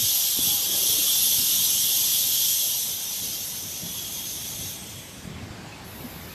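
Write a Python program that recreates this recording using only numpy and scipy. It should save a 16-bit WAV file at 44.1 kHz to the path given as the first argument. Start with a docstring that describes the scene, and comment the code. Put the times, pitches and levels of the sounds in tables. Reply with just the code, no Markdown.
"""A suction nozzle on a packing machine hisses through a short tube in a factory hall that hums and rumbles.
Things squeak, cartons knock and one slides early on with a squeal; the listener walks behind a guard panel and
the hiss dulls. Then the air is shut and the hiss dies; near the end a small valve starts a thin whistle. Hiss
and wash are shaped random spectra, whistles and squeaks resonated noise, knocks damped sines."""
import sys
import numpy as np
from scipy import signal
from scipy.fft import rfft, irfft, next_fast_len
from scipy.io import wavfile
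from scipy.ndimage import uniform_filter1d

SR = 44100
rng = np.random.default_rng(int(sys.argv[2]) if len(sys.argv) > 2 else 0)


def wav_out(sig):
    """Save sig, one row per channel (or a flat mono array), as 16-bit PCM at SR to the path in sys.argv[1]."""
    wavfile.write(sys.argv[1], SR, np.round(np.clip(np.atleast_2d(sig).T, -1, 1) * 32767).astype(np.int16))


N = 279577
FFT_SIZE, HOP = 1024, 256  # samples
BIN_HZ = np.fft.rfftfreq(FFT_SIZE, 1 / SR)[:, None]
FRAME_S = np.arange(N // HOP + 5) * HOP / SR
SAMPLE_S = np.arange(N) / SR


def nozzle():
    """Turbulent noise in the tube; the supply surges a little; shading and shutting change the resonances."""
    # Hiss as heard. Each row: time in seconds, level in dB.
    flow = [(0, -23.5), (.13, -21.5), (.38, -24), (.48, -22), (.69, -25.5), (.8, -22), (1.2, -21.5),
            (2.1, -22), (2.57, -23), (2.9, -27.5), (2.97, -30), (3.17, -29.5), (3.67, -33.5), (3.9, -33),
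            (4.7, -33.5), (4.78, -38), (5.0, -41.5), (5.13, -44.5), (5.26, -47.5), (5.35, -67)]
    # Air through the tube. Each row: frequency in Hz, density in dB per Hz (relative).
    jet = [(1500, -31), (2300, -19.5), (2550, -13.5), (2700, -16), (2900, -6), (3300, 2), (3800, -3),
           (4560, -5.5), (6150, 0), (6800, -3), (7490, -5.5), (8800, -2.5), (9750, -24.5), (10400, -8),
           (11100, 0), (14000, -6.5)]
    # Tube resonances. Each row: centre in Hz, reach in Hz, lift in dB, more lift in dB per dB of shading,
    # more lift in dB once the air is shut.
    resonances = [(3260, 300, 0.33, -0.1142, 1), (6150, 520, 1, 0.296, -3.5), (8400, 1260, -0.76, -0.07, 4),
                  (12050, 1800, 3.5, -0.16, -4.5)]
    # Second resonance, drifting with the listener's angle. Each row: time in seconds, centre in Hz.
    second_centre = [(0, 5960), (1.2, 5950), (2.6, 6000), (3.7, 6100), (4.1, 6400), (4.7, 6400),
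                     (5.3, 5970)]
    # Narrow core of the first resonance: centre in Hz, reach in Hz.
    core = (3370, 180)
    # How far the core stands out. Each row: time in seconds, lift in dB.
    core_lift = [(0, 0.3), (.6, 1.5), (1.2, .8), (1.9, -1), (2.6, -1), (3.0, -1), (3.55, -4), (3.75, 2),
                 (4.05, 7), (4.3, 1), (4.6, 1.5), (4.9, 3.5), (5.1, 0)]
    # Thin steady whistles in the hiss. Each row: centre in Hz, reach in Hz.
    thin_whistles = [(2760, 35), (3235, 40), (3555, 50)]
    # Lift of each thin whistle in dB.
    thin_lifts_db = [9.5, 1.5, 1.5]
    # Dip of the hiss, filled by echoes when shaded: centre in Hz, reach in Hz, lift in dB per dB of shading.
    notch = (9660, 450, 0.62)
    open_db = -20  # level in plain view
    shut_s, shut_fade_s = 4.7, 0.088
    wander_db, surge_db = 0.22, 0.39  # rms

    flow_db = follow(flow, FRAME_S)[0]
    # Shading is capped at its value when the supply shuts.
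    shaded_db = open_db - np.maximum(flow_db, follow(flow, shut_s)[0])
    shut = np.clip((FRAME_S - shut_s) / shut_fade_s, 0, 1)

    centres, lifts_db = [], []
    for hz, reach_hz, lift_db, shading_slope, shut_db in resonances:
        centres.append((hz, reach_hz))
        wander = wander_db * drift(size=18)
        lifts_db.append(lift_db + shading_slope * shaded_db + shut_db * shut + wander)
    centres[1] = (follow(second_centre, FRAME_S)[0], resonances[1][1])

    colour_db = bumps(centres, lifts_db)
    colour_db = colour_db + bumps(thin_whistles, thin_lifts_db)
    colour_db = colour_db + bumps([notch[:2]], [notch[2] * shaded_db])
    colour_db = colour_db + bumps([core], follow(core_lift, FRAME_S))
    surge = evened(uniform_filter1d(rng.standard_normal(len(FRAME_S)), size=8))
    gone_db = -300. * np.maximum(FRAME_S - flow[-1][0], 0)  # the last air escapes
    control_db = flow_db + colour_db + surge_db * surge + gone_db
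    return field(jet, control_db, patchy_db=.7, ripple_db=3.5)


def valve():
    """Air leaking past a seat whistles in narrow bands that rise on the whole as it opens; the level sags late."""
    # Whistle bands. Each row: nominal centre in Hz, width in Hz, level in dB against the leak,
    # delay in seconds after the leak starts, shift in Hz at the sag.
    bands = [(11200, 700, -8, 0, 0), (11950, 330, -2, 0, 0), (12850, 280, -1, .1, -260),
             (13650, 450, -5, .04, -200), (12500, 2200, -1, 0, 0)]
    # Steady whistle of the outlet: centre in Hz, width in Hz, level in dB against the leak.
    outlet = (10230, 260, -5)
    # Opening of the valve. Each row: time in seconds, factor on the band centres.
    opening = [(5.84, .962), (5.9, .985), (5.98, .995), (6.08, 1.01), (6.17, 1.013), (6.21, 1.008),
               (6.34, 1.016)]
    leak_s, leak_rise_s, leak_db = 5.835, .025, -51.5
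    sag_s, sag_length_s, sag_db = 6.17, .04, -1.5

    pitch = follow(opening, SAMPLE_S)[0]
    sag = np.clip((SAMPLE_S - sag_s) / sag_length_s, 0, 1)
    whistle = np.zeros(N)
    for hz, width_hz, db, late_s, shift_hz in bands:
        band = steep(rng.standard_normal(N), hz * pitch + shift_hz * sag, width_hz)
        rise = np.clip((SAMPLE_S - leak_s - late_s) / leak_rise_s, 0, 1)
        whistle += gain_of(db) * band * rise

    outlet_hz, outlet_width_hz, outlet_db = outlet
    outlet_tone = gain_of(outlet_db) * steep(rng.standard_normal(N), outlet_hz, outlet_width_hz)
    whistle += outlet_tone * np.clip((SAMPLE_S - leak_s) / leak_rise_s, 0, 1)
    return gain_of(leak_db + sag_db * sag) * whistle


def knocks():
    """Each dull blow is a low damped swing with a soft start."""
    # Each row: start in seconds, peak level in dB, pitch in Hz, 60 dB decay time in seconds.
    blows = [(0.389, -21.5, 261, 0.019), (.472, -33, 148, .05), (0.896, -34.5, 100, 0.044),
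             (0.983, -32.5, 295, 0.093), (.99, -39, 500, .06), (1.235, -41, 221, .1),
             (1.383, -33, 122, 0.061), (1.395, -35, 245, .1), (1.432, -41, 250, .06),
             (3.832, -27.5, 151, 0.06), (3.851, -33.5, 175, .15), (5.252, -30, 188, 0.039),
             (5.274, -25.5, 161, 0.042), (5.299, -32, 172, .05), (5.313, -33, 165, .05),
             (5.352, -34, 95, .1), (5.426, -31, 105, .14), (5.503, -32, 90, .16), (6.045, -32.5, 240, 0.13)]
    length = 8000  # samples
    out, t = np.zeros(N + length), np.arange(length) / SR
    for start_s, peak_db, hz, t60_s in blows:
        decay = gain_of(-60 * t / max(t60_s, .005))
        soft_start = 1 - np.exp(-t / 0.00053)
        swing = np.sin(2 * np.pi * hz * t) * decay * soft_start
        out[round(start_s * SR):][:length] += gain_of(peak_db) * swing / abs(swing).max()
    return out[:N]


def slide():
    """Friction noise colours a carton wall; the stroke sticks and slips."""
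    start_s, length_s, attack_s, release_s = 0.606, 0.48, 0.032, 0.067
    mean_db, slip_db, centre_hz, width_hz = -46, 2.2, 417, 350.0
    t = SAMPLE_S - start_s
    moving = np.clip(np.minimum(t / attack_s, (length_s - t) / release_s), 0, 1)
    slips = np.interp(SAMPLE_S, FRAME_S, drift(size=5))
    friction = steep(rng.standard_normal(N), centre_hz, width_hz)
    return gain_of(mean_db + slip_db * slips) * friction * moving


def squeaks():
    """Rubbing excites one narrow resonance for a moment; the 810 Hz squeal from 0.45 s belongs to the sliding
    carton."""
    # Each row: start in seconds, length in seconds, level in dB before the fades, pitch in Hz, width in Hz.
    rubs = [(.05, .28, -56, 770, 40), (.45, .25, -49, 810, 18), (.68, .08, -46, 335, 30),
            (.7, .22, -55, 810, 30), (.8, .07, -46, 385, 25), (.885, .05, -47, 420, 30),
            (1.03, .07, -53, 1170, 25), (5.717, .038, -47, 2570, 12), (4.3, .7, -59, 780, 120),
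            (5.35, .99, -54, 780, 160)]
    out = np.zeros(N)
    for start_s, length_s, db, hz, width_hz in rubs:
        part = out[round(start_s * SR):][:round(length_s * SR)]  # a view into out
        tone = evened(resonate(rng.standard_normal(N), hz, width_hz)[-len(part):])
        part += gain_of(db) * tone * signal.windows.tukey(len(part), .4)
    return out


def hall():
    """Distant machines blur into a wash; the conveyor rumbles in lumps and shakes the frame."""
    return machinery_wash() + conveyor_rumble()


def machinery_wash():
    """Many distant machines add up to noise; its drone and whirr stand out less as the wash swells."""
    # Each row: time in seconds, level in dB.
    wash = [(0, -47), (.8, -41.5), (2.0, -46), (2.6, -49), (3.3, -52), (4.0, -50.5), (5.1, -51),
            (5.3, -44.5), (5.6, -44), (5.8, -43), (6.05, -43.5), (6.34, -42.5)]
    # Each row: frequency in Hz, density in dB per Hz (relative).
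    spectrum = [(300, -11.5), (450, -10), (800, -8.5), (1400, -12), (2300, -11), (3500, -14.5),
                (7000, -20.5), (8100, -21.5), (8600, -28.5), (10500, -29), (14000, -31)]
    # Drone and whirr. Each row: centre in Hz, reach in Hz, lift in dB, less lift in dB per dB of swelling.
    regions = [(553, 720, -1, 0.82), (2540, 1010, -1.26, 1.05)]
    loud_db = -44  # wash level at which the lifts hold as listed
    wash_db = follow(wash, FRAME_S)[0]
    lifts_db = [lift_db + slope * (loud_db - wash_db) for *_, lift_db, slope in regions]
    colour_db = bumps([row[:2] for row in regions], lifts_db)
    return field(spectrum, wash_db + colour_db, patchy_db=1.1, ripple_db=2.5)


def conveyor_rumble():
    """Low noise in random lumps; brief shudders swell it together with the frame's resonance."""
    # Slow level of the rumble, without lumps and shudders. Each row: time in seconds, level in dB.
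    rumble_level = [(0, -45), (.23, -54), (.45, -50.5), (1.5, -47.5), (2.3, -48.5), (2.6, -52), (3.5, -50),
                    (4.0, -47), (4.9, -45.5), (5.06, -49), (5.3, -43.5), (6.34, -43)]
    # Conveyor and frame. Each row: frequency in Hz, density in dB per Hz (relative).
    spectrum = [(20, -26), (32, -24), (45, -4.5), (65, -2), (100, -2.5), (180, 0.5), (233, -2.5),
                (384, -9.5), (700, -19.5), (1000, -39)]
    # Resonance of the frame: centre in Hz, width in Hz.
    frame_resonance = (98, 47)
    # Shudders. Each row: centre time in seconds, spread in seconds, rumble peak in dB, boom peak in dB.
    shudders = [(0, 0.06, -46, -35), (0.405, 0.043, -43, -59), (0.5, 0.056, -43, -49),
                (0.742, 0.055, -47, -61), (1.393, 0.047, -51, -48), (2.88, 0.041, -46, -63),
                (3.263, 0.074, -46, -55.5), (3.656, 0.049, -47, -57), (3.87, 0.045, -42, -58),
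                (4.636, 0.057, -46, -42), (4.972, 0.04, -57, -46), (5.435, 0.13, -43.5, -46),
                (6.053, 0.051, -42, -55)]
    boom_db, lump_db = -8.5, 1.1  # boom against the slow rumble level; rms of the lumps

    lumps = evened(uniform_filter1d(uniform_filter1d(rng.standard_normal(N), size=700), size=700))
    rumble = gain_of(follow(rumble_level, SAMPLE_S)[0])
    boom = gain_of(boom_db) * rumble
    for centre_s, spread_s, rumble_peak_db, boom_peak_db in shudders:
        swell = np.exp(-((SAMPLE_S - centre_s) / spread_s) ** 2)
        rumble = np.hypot(rumble, gain_of(rumble_peak_db) * swell)
        boom = np.hypot(boom, gain_of(boom_peak_db) * swell)
    low_noise = rumble * coloured(spectrum)
    ringing = boom * steep(rng.standard_normal(N), *frame_resonance)
    return gain_of(lump_db * lumps) * (low_noise + ringing)


def field(points, control_db, patchy_db, ripple_db):
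    """Random spectra: random patches drift through the noise, with fine, slowly shifting random lines."""
    real, imag, patches, ripple = rng.standard_normal((len(FRAME_S), len(BIN_HZ), 4)).T
    patches = evened(uniform_filter1d(uniform_filter1d(patches, size=8, axis=0), size=8, axis=1))
    ripple = evened(uniform_filter1d(ripple, size=12, axis=1))
    texture_db = patchy_db * patches + ripple_db * ripple
    plain = (real + 1j * imag) * gain_of(read(points, BIN_HZ) + texture_db)
    spectra = [plain, plain * gain_of(control_db)]
    plain, played = signal.istft(spectra, nperseg=FFT_SIZE, noverlap=FFT_SIZE - HOP)[1][:, :N]
    return played / plain.std()  # the uncontrolled noise sets 0 dB


def bumps(centres, heights_db):
    """Bell-shaped lifts of the spectrum around each centre."""
    return sum(db * np.exp(-((BIN_HZ - hz) / reach_hz) ** 2)
               for (hz, reach_hz), db in zip(centres, heights_db))


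def coloured(points):
    """Steady noise of rms 1 with the given spectrum."""
    size = next_fast_len(N)
    gain = gain_of(read(points, np.fft.rfftfreq(size, 1 / SR)))
    return evened(irfft(rfft(rng.standard_normal(size)) * gain, size)[:N])


def steep(x, hz, width_hz):
    """The resonance twice, for dark valleys beside it; rms 1."""
    return evened(resonate(resonate(x, hz, width_hz), hz, width_hz))


def resonate(x, hz, width_hz):
    """Shifts the curve hz down to zero, smooths, and shifts back: a resonance of gain 1."""
    turn = np.exp(2j * np.pi * np.cumsum(hz * np.ones(len(x))) / SR)
    pole = np.exp(-np.pi * width_hz / SR)
    return 2 * (turn * signal.lfilter([1 - pole], [1, -pole], x / turn)).real


def drift(size):
    """Slow chance of rms 1, one value per frame."""
    chance = rng.standard_normal(len(FRAME_S))
    return evened(uniform_filter1d(uniform_filter1d(chance, size=size), size=size))


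def follow(rows, t):
    """The columns of a curve table at the times t."""
    s, *columns = np.transpose(rows)
    return [np.interp(t, s, column) for column in columns]


def read(points, hz):
    """A spectrum in dB, straight lines on a log-frequency axis; 30 dB down below the first point."""
    f, db = np.transpose(points)
    return np.interp(np.log(hz + 1), np.log(f + 1), db, left=db[0] - 30)


def evened(x):
    """Scales to rms 1."""
    return x / np.sqrt(np.mean(x ** 2) + 1e-20)


def gain_of(db):
    """Decibels to a factor."""
    return 10 ** (np.asarray(db) / 20)


def scene():
    """All sources at one microphone."""
    return (nozzle() + valve() + knocks() + slide() + squeaks() + hall())[None]


def record(dry):
    """The small microphone loses the deepest bass; then the band limit."""
    bass_cut_hz, edge_hz = 45., 14040
    thin = signal.sosfilt(signal.butter(2, bass_cut_hz, "high", fs=SR, output="sos"), dry)
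    low_pass = signal.firwin(2047, edge_hz, window=("kaiser", 9), fs=SR)
    return signal.oaconvolve(thin, low_pass[None], "same")


dry = scene()
out = record(dry)
wav_out(out)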